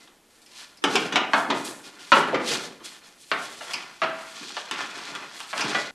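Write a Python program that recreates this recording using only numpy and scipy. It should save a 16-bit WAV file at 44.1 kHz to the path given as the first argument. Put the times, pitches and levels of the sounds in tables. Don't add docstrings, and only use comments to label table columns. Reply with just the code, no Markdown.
import sys
import numpy as np
from scipy import signal
from scipy.fft import rfft, irfft
from scipy.io import wavfile
from scipy.ndimage import uniform_filter1d

SR = 44100
rng = np.random.default_rng(int(sys.argv[2]) if len(sys.argv) > 2 else 0)


def store_wav(level_fs):
    pcm = np.round(np.clip(np.atleast_2d(level_fs), -1, 1) * 32767)
    wavfile.write(sys.argv[1], SR, pcm.T.astype(np.int16))


def gain_from_db(level_db):
    decades = np.asarray(level_db, float) / 20
    return 10 ** decades


N = 261954

# frequency in Hz, density in dB per Hz.
HISS = [(20, -7), (100, -11), (230, -1), (500, -3.5), (1200, -10), (4000, -14.5), (9000, -17),
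        (13000, -18.5)]
# frequency in Hz, gain in dB.
MICROPHONE = [(30, -29), (80, -7), (130, 4.5), (8000, 3), (12800, -3.5), (13300, -53)]
# frequency in Hz, decay time t60 in s, level in dB.
ROOM = [(122, 0.84, -0.5), (300, 0.72, 7), (744, 0.56, 1), (1950, 0.56, 2), (4840, 0.05, 4),
        (10400, 0.12, -63)]
# delay in seconds, level in dB.
WALL_ECHOES = [(.004, -9), (.0082, -11), (.0121, -9), (.0175, -12), (.05, -12)]
# centre in Hz, width in Hz, grains a second, scatter of the grains in dB.
DRAG_PARTS = [
    (320, 380, 1500, 1.6),
    (1350, 1600, 3500, 2.1),
    (3900, 3800, 8000, 1.7),
    (8500, 6500, 14000, 1.2),
]
SQUEAK_HZ = [988, 1398, 1746, 2030, 2443, 3360, 4210]
# start in seconds, rise in s, hold in s, blade level in dB,
# handle rumble in dB above the blade.
DRAGS = [(0, 0.004, .02, -64, -5), (.27, 0.032, 0.18, -70, -14), (.5, .1, 0.018, -52.5, -15),
         (.84, 0.037, 0.18, -42, 1.1), (1.1, 0.03, 0.037, -36, -1), (1.33, 0.043, 0.029, -48, 6.5),
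         (1.48, 0.024, 0.013, -40, 8), (1.6, .04, 0.034, -47.5, -4), (1.82, 0.032, 0.24, -57, -5),
         (2.2, 0.054, 0.18, -43.5, 1), (2.47, 0.049, 0.021, -38, 1), (2.83, 0.027, 0.02, -50, -13),
         (3.0, 0.042, .01, -56.5, -8.5), (3.3, 0.046, 0.19, -52.5, -4), (3.62, 0.051, 0.15, -44.5, -16),
         (4.05, 0.056, 0.15, -47.5, -20), (4.3, 0.065, 0.18, -51, -9.5), (4.66, 0.082, 0.089, -39, -15.5),
         (4.85, .05, 0.33, -46.5, -9.5), (5.05, 0.027, 0.15, -47.5, -7), (5.3, 0.033, 0.29, -52, -20),
         (5.53, 0.055, 0.19, -36, -11.5)]
# start in seconds, rise in s, hold in s, grit level in dB,
# flour hiss in dB above the grit.
SWEEPS = [(0, 0.0037, 0.04, -61.5, -6), (.27, .04, 0.17, -68.5, 2), (.49, 0.085, 0.033, -46, -7),
          (.86, 0.061, 0.09, -40, -9), (1.3, 0.061, .04, -46, -0.5), (1.53, 0.036, .01, -44, -3),
          (1.635, 0.017, 0.0099, -45, 6), (1.81, 0.046, .02, -50, -8), (1.98, 0.02, 0.15, -51.5, -6.5),
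          (2.13, 0.01, 0.015, -38.5, -4.5), (2.43, 0.059, 0.037, -30, -10), (2.83, 0.02, 0.01, -42.5, -4),
          (3.0, .05, 0.0075, -54, -6), (3.15, 0.062, 0.18, -57.5, 1), (3.35, 0.058, 0.31, -48, -4),
          (3.68, 0.024, 0.13, -50.5, -12), (3.86, 0.061, 0.17, -57, -8), (4.05, 0.14, 0.18, -51.5, -5.5),
          (4.3, 0.089, 0.22, -44, -26), (4.7, 0.026, 0.37, -46, -21), (5.1, 0.036, 0.29, -52, -15),
          (5.3, 0.074, .03, -52.5, 0), (5.42, 0.082, 0.062, -49.5, -2), (5.55, 0.03, 0.23, -39.5, -32)]
# (Hz, dB, decay time t60 in s).
TRAY_RINGS = [(.842, -36, [(580, -.5, .3)]), (1.336, -30, [(1373, -.5, .2), (1739, -4, .2), (280, -8, .5)]),
              (2.5, -33, [(377, -3, .3), (474, -.5, .3)]), (3.317, -31, [(1287, -3, .3), (1432, -3, .3),
              (1550, -1.5, .23), (415, -10, .4)]), (4.41, -47, [(285, -.5, .12)]),
              (3.61, -46, [(1330, -.5, .4)]), (4.019, -31, [(651, 2, .7), (1281, -1, .35), (1985, -1, .3),
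              (2304, -5, .2)]), (4.81, -45, [(1707, -.5, .3), (2358, -5, .3)]),
              (4.91, -47, [(2552, -.5, .4)]), (5.15, -44, [(1950, -3, .2), (3380, -.5, .15)]),
              (5.749, -26, [(1174, -12, .3), (1453, -9, .7), (1972, 0, .25), (2400, -8, .13),
              (3375, -6, .14)])]
# centre in Hz, width in Hz, chatter time in s.
RATTLE_PARTS = [
    (340, 450, .009),
    (1050, 1600, .007),
    (2600, 2200, .0055),
    (4900, 3000, .007),
    (8500, 5000, .0015),
]
# frequency in Hz, width in Hz, level in dB (not used).
BOARD_MODES = [(370, 13, -4), (1040, 9.7, 0), (1470, 160, -2), (2310, 12, -7), (3470, 22, -15),
               (3800, 13, -17), (4900, 100, -20), (4800, 450, -24), (5550, 250, -25), (6340, 110, -27)]
# start in seconds, crack level in dB, rattle level in dB,
# brightness in dB per octave, focus on the board in dB per octave squared.
KNOCKS = [(0.839, -11, -11.5, 1.5, 1.77), (0.945, -47, -22, -3.5, 1), (0.955, -9, -12.5, 6, 3.3),
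          (1.123, -27, -19, 5.5, 4), (1.157, -10, -10, 11.5, 8), (1.3335, -10.5, -7, -4, 11),
          (1.501, -26, -12, 8, 10), (2.118, -8.5, -2, -6, 10.5), (2.166, -15, -14.5, -4, 3),
          (2.203, -42, -14.5, 3, 11), (2.344, -23.5, -14.5, -5.5, 6.5), (3.315, -13.5, -17.5, -0.5, 6),
          (3.608, -37.5, -27.5, 0.5, 9), (3.734, -24, -23, 7.5, 2.1), (4.017, -20.5, -13, -1.5, 7),
          (4.034, -21, -15, -6, 10.5), (4.567, -24, -25.5, 31.5, 25), (4.711, -17, -22, 4, 2.5),
          (5.529, -27.5, -21.5, -0.5, 11), (5.578, -21.5, -31, 7.5, 3), (5.606, -42, -20, 7.5, 2.3),
          (5.639, -52, -24, -3.5, 2), (5.746, -20, -17, 23, 18)]
# start in seconds, crack level in dB, rattle level in dB,
# brightness in dB per octave.
TICKS = [(0.075, -42, -49, 3), (0.417, -50, -85, 25.5), (0.462, -37, -59, 14.5), (0.771, -43, -70, 21),
         (1.013, -45, -59, 14), (1.993, -46, -39.5, 4), (2.33, -22.5, -32, -14.5), (2.804, -49, -40, -2),
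         (4.409, -48, -38, -4.5), (4.81, -38, -32.5, 8), (4.978, -27, -42, 8), (5.151, -21, -36, 5.5),
         (5.403, -19.5, -41, 6.5), (5.595, -18.5, -31, 1.7)]


def colour(x, points):
    hz, db = np.transpose(points)
    size = 4096
    bins_hz = np.arange(size // 2 + 1) * SR / size
    log_gain = np.interp(np.log(bins_hz + 1), np.log(hz), db) * np.log(10) / 20
    cepstrum = irfft(log_gain)
    cepstrum = np.r_[cepstrum[0], 2 * cepstrum[1:size // 2], np.zeros(size // 2)]
    response = irfft(np.exp(rfft(cepstrum)))[:size // 2]
    return signal.fftconvolve(x, response)[:len(x)]


def resonance(x, hz, width):
    return signal.lfilter(*signal.iirpeak(hz, hz / width, fs=SR), x)


def unit(x):
    return x / np.sqrt(np.mean(x ** 2))


def walk(rate):
    k = int(SR / rate)
    return uniform_filter1d(np.repeat(rng.standard_normal(N // k + 1), k), k)[:N]


def add(track, s, x):
    i = int(s * SR)
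    track[i:i + len(x)] += x[:N - i]


def tape_hiss():
    return unit(colour(rng.standard_normal(N), HISS)) * gain_from_db(-59)


def room():
    t = np.arange(SR * 3 // 4) / SR
    centres = 90 * 2 ** np.arange(0, 7.2, .5)
    bands = np.array([resonance(rng.standard_normal(3 * SR), hz, hz / 1.6) for hz in centres])
    hz, room_t60, room_db = np.transpose(ROOM)
    t60 = np.interp(np.log(centres), np.log(hz), room_t60)[:, None]
    db = np.interp(np.log(centres), np.log(hz), room_db)[:, None]
    build_up = 1 - np.exp(-t / 0.00077)
    early_boost = 1 + 1.29 * np.exp(-t / 0.0077)
    fade = gain_from_db(db - 60 * t / t60) * build_up * early_boost

    def tail():
        start = rng.integers(2 * SR)
        near = np.zeros(len(t))
        for s, echo_db in WALL_ECHOES:
            near[int(s * SR * rng.uniform(.8, 1.2))] = gain_from_db(echo_db) * rng.choice([-1, 1])
        dense = np.sum(fade * bands[:, start:start + len(t)], axis=0)
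        return uniform_filter1d(near, size=5) + gain_from_db(-30) * dense
    return tail


def strokes(table, fade_db_per_s):
    t = np.arange(0, N, 32) / SR
    start, rise, hold, db, second_db = np.array(table).T[:, :, None]
    top = start + np.maximum(rise, .004)
    swell_db = -19.5 * np.maximum(top - t, 0) / (top - start)
    shape_db = swell_db - fade_db_per_s * np.maximum(t - top - np.abs(hold), 0)
    powers = [np.sum(gain_from_db(shape_db + d) ** 2, axis=0) for d in (db, db + second_db)]
    return [np.interp(np.arange(N) / SR, t, power) for power in powers]


def drag():
    blade, rumble = strokes(DRAGS, fade_db_per_s=99.5)
    grit, flour = strokes(SWEEPS, fade_db_per_s=125)
    levels = np.sqrt([rumble, blade, grit, flour])
    out, slip = 0, walk(40)
    for (hz, width, rate, scatter_db), level in zip(DRAG_PARTS, levels):
        caught = rng.random(N) < rate / SR
        grains = caught * rng.standard_normal(N) * gain_from_db(scatter_db * rng.exponential(size=N))
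        squeaks = sum(gain_from_db(-3 + 6 * walk(14)) * resonance(grains, f, 55) for f in SQUEAK_HZ)
        part = resonance(grains + squeaks, hz, 1.25 * width)
        part = unit(resonance(part, hz, 1.25 * width))
        uneven_db = 1.6 * slip + 1.4 * walk(60)
        out = out + part * level * gain_from_db(uneven_db)
    return out


def tray():
    track, t = np.zeros(N), np.arange(SR) / SR
    onset = 1 - np.exp(-t / 0.00033)
    for s, db, modes in TRAY_RINGS:
        for hz, mode_db, t60 in modes:
            wave = np.sin(2 * np.pi * hz * t + .4 * walk(50)[:SR])
            wave = wave * gain_from_db(1.5 * walk(60)[:SR])
            add(track, s, gain_from_db(db + mode_db - 60 * t / t60) * wave * onset)
    return track


def blows(tail):
    track, t = np.zeros(N), np.arange(SR // 8) / SR
    push = np.diff(np.exp(-(t / .00004 - 2) ** 2), prepend=0)
    octaves = np.log2(np.array(RATTLE_PARTS)[:, 0] / 1050)
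    ticks = [(s, crack_db - 4, rattle_db, bright_db, 3.1) for s, crack_db, rattle_db, bright_db in TICKS]
    for s, crack_db, rattle_db, bright_db, focus_db in list(KNOCKS) + ticks:
        part_db = rattle_db + bright_db * octaves - focus_db * octaves ** 2
        lumps = gain_from_db(3 * np.repeat(rng.standard_normal(len(t) // 50 + 1), 50)[:len(t)])
        chatter = rng.standard_normal(len(t)) * lumps
        stir_db = 4 * rng.standard_normal(len(BOARD_MODES))
        rattle, crack = 0, .2 * gain_from_db(part_db[3]) * push
        for (hz, width, time), db in zip(RATTLE_PARTS, part_db):
            shake = chatter * np.exp(-t / time)
            shake = shake + sum(gain_from_db(-22.5 + d) * resonance(shake, f, 45 + w)
                                for (f, w, _), d in zip(BOARD_MODES, stir_db))
            part = resonance(resonance(shake, hz, width), hz, width)
            rattle = rattle + gain_from_db(db - 16.5) * part * np.sqrt(time * SR / np.sum(part ** 2))
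            snap = resonance(resonance(push, hz, width), hz, width)
            snap = resonance(snap, hz, 1.4 * width) / 4
            crack = crack + gain_from_db(db) * np.sqrt(SR / width) * (1000 / hz) * snap
        crack = gain_from_db(crack_db + 3) * crack / np.abs(crack).max()
        add(track, s + .0008, crack + rattle)
        add(track, s + .0008, signal.fftconvolve(rattle + .6 * crack, tail()))
    return track


def scene():
    tail = room()
    rub, rings = drag(), tray()
    answer = signal.fftconvolve(gain_from_db(-18.5) * rub + gain_from_db(-19) * rings, tail())[:N]
    mid = blows(tail) + rub + rings + answer
    return np.array([mid, mid])


def flickering_side(mid):
    hz, _, cells = signal.stft(mid, SR, nperseg=2048)
    patches = np.repeat(rng.random((65, cells.shape[1])), 16, axis=0)[:len(hz)]
    share = .9 * np.clip(1.25 - hz / 9000, 0, 1)[:, None]
    patches = patches < share * rng.random(cells.shape[1]) ** 1.5
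    turned = cells * patches * np.exp(1.9j * rng.standard_normal(cells.shape))
    return gain_from_db(-17.0) * signal.istft(turned, SR, nperseg=2048)[1][:N]


def roll_off(x):
    return signal.sosfilt(signal.butter(12, 13000, fs=SR, output="sos"), x)


def record(dry):
    end_s = 5.911
    end_drop = np.clip((end_s - np.arange(N) / SR) / 0.0021, .02, 1)
    mid = colour(.78 * np.tanh(dry[0] / .78), MICROPHONE) * end_drop
    mid = mid + tape_hiss()
    top = signal.ellip(8, .2, 70, 12750, fs=SR, output="sos")
    mid = signal.sosfilt(top, mid)
    side = flickering_side(mid)
    return roll_off(np.array([mid + side, mid - side]))


dry = scene()
out = record(dry)
store_wav(out)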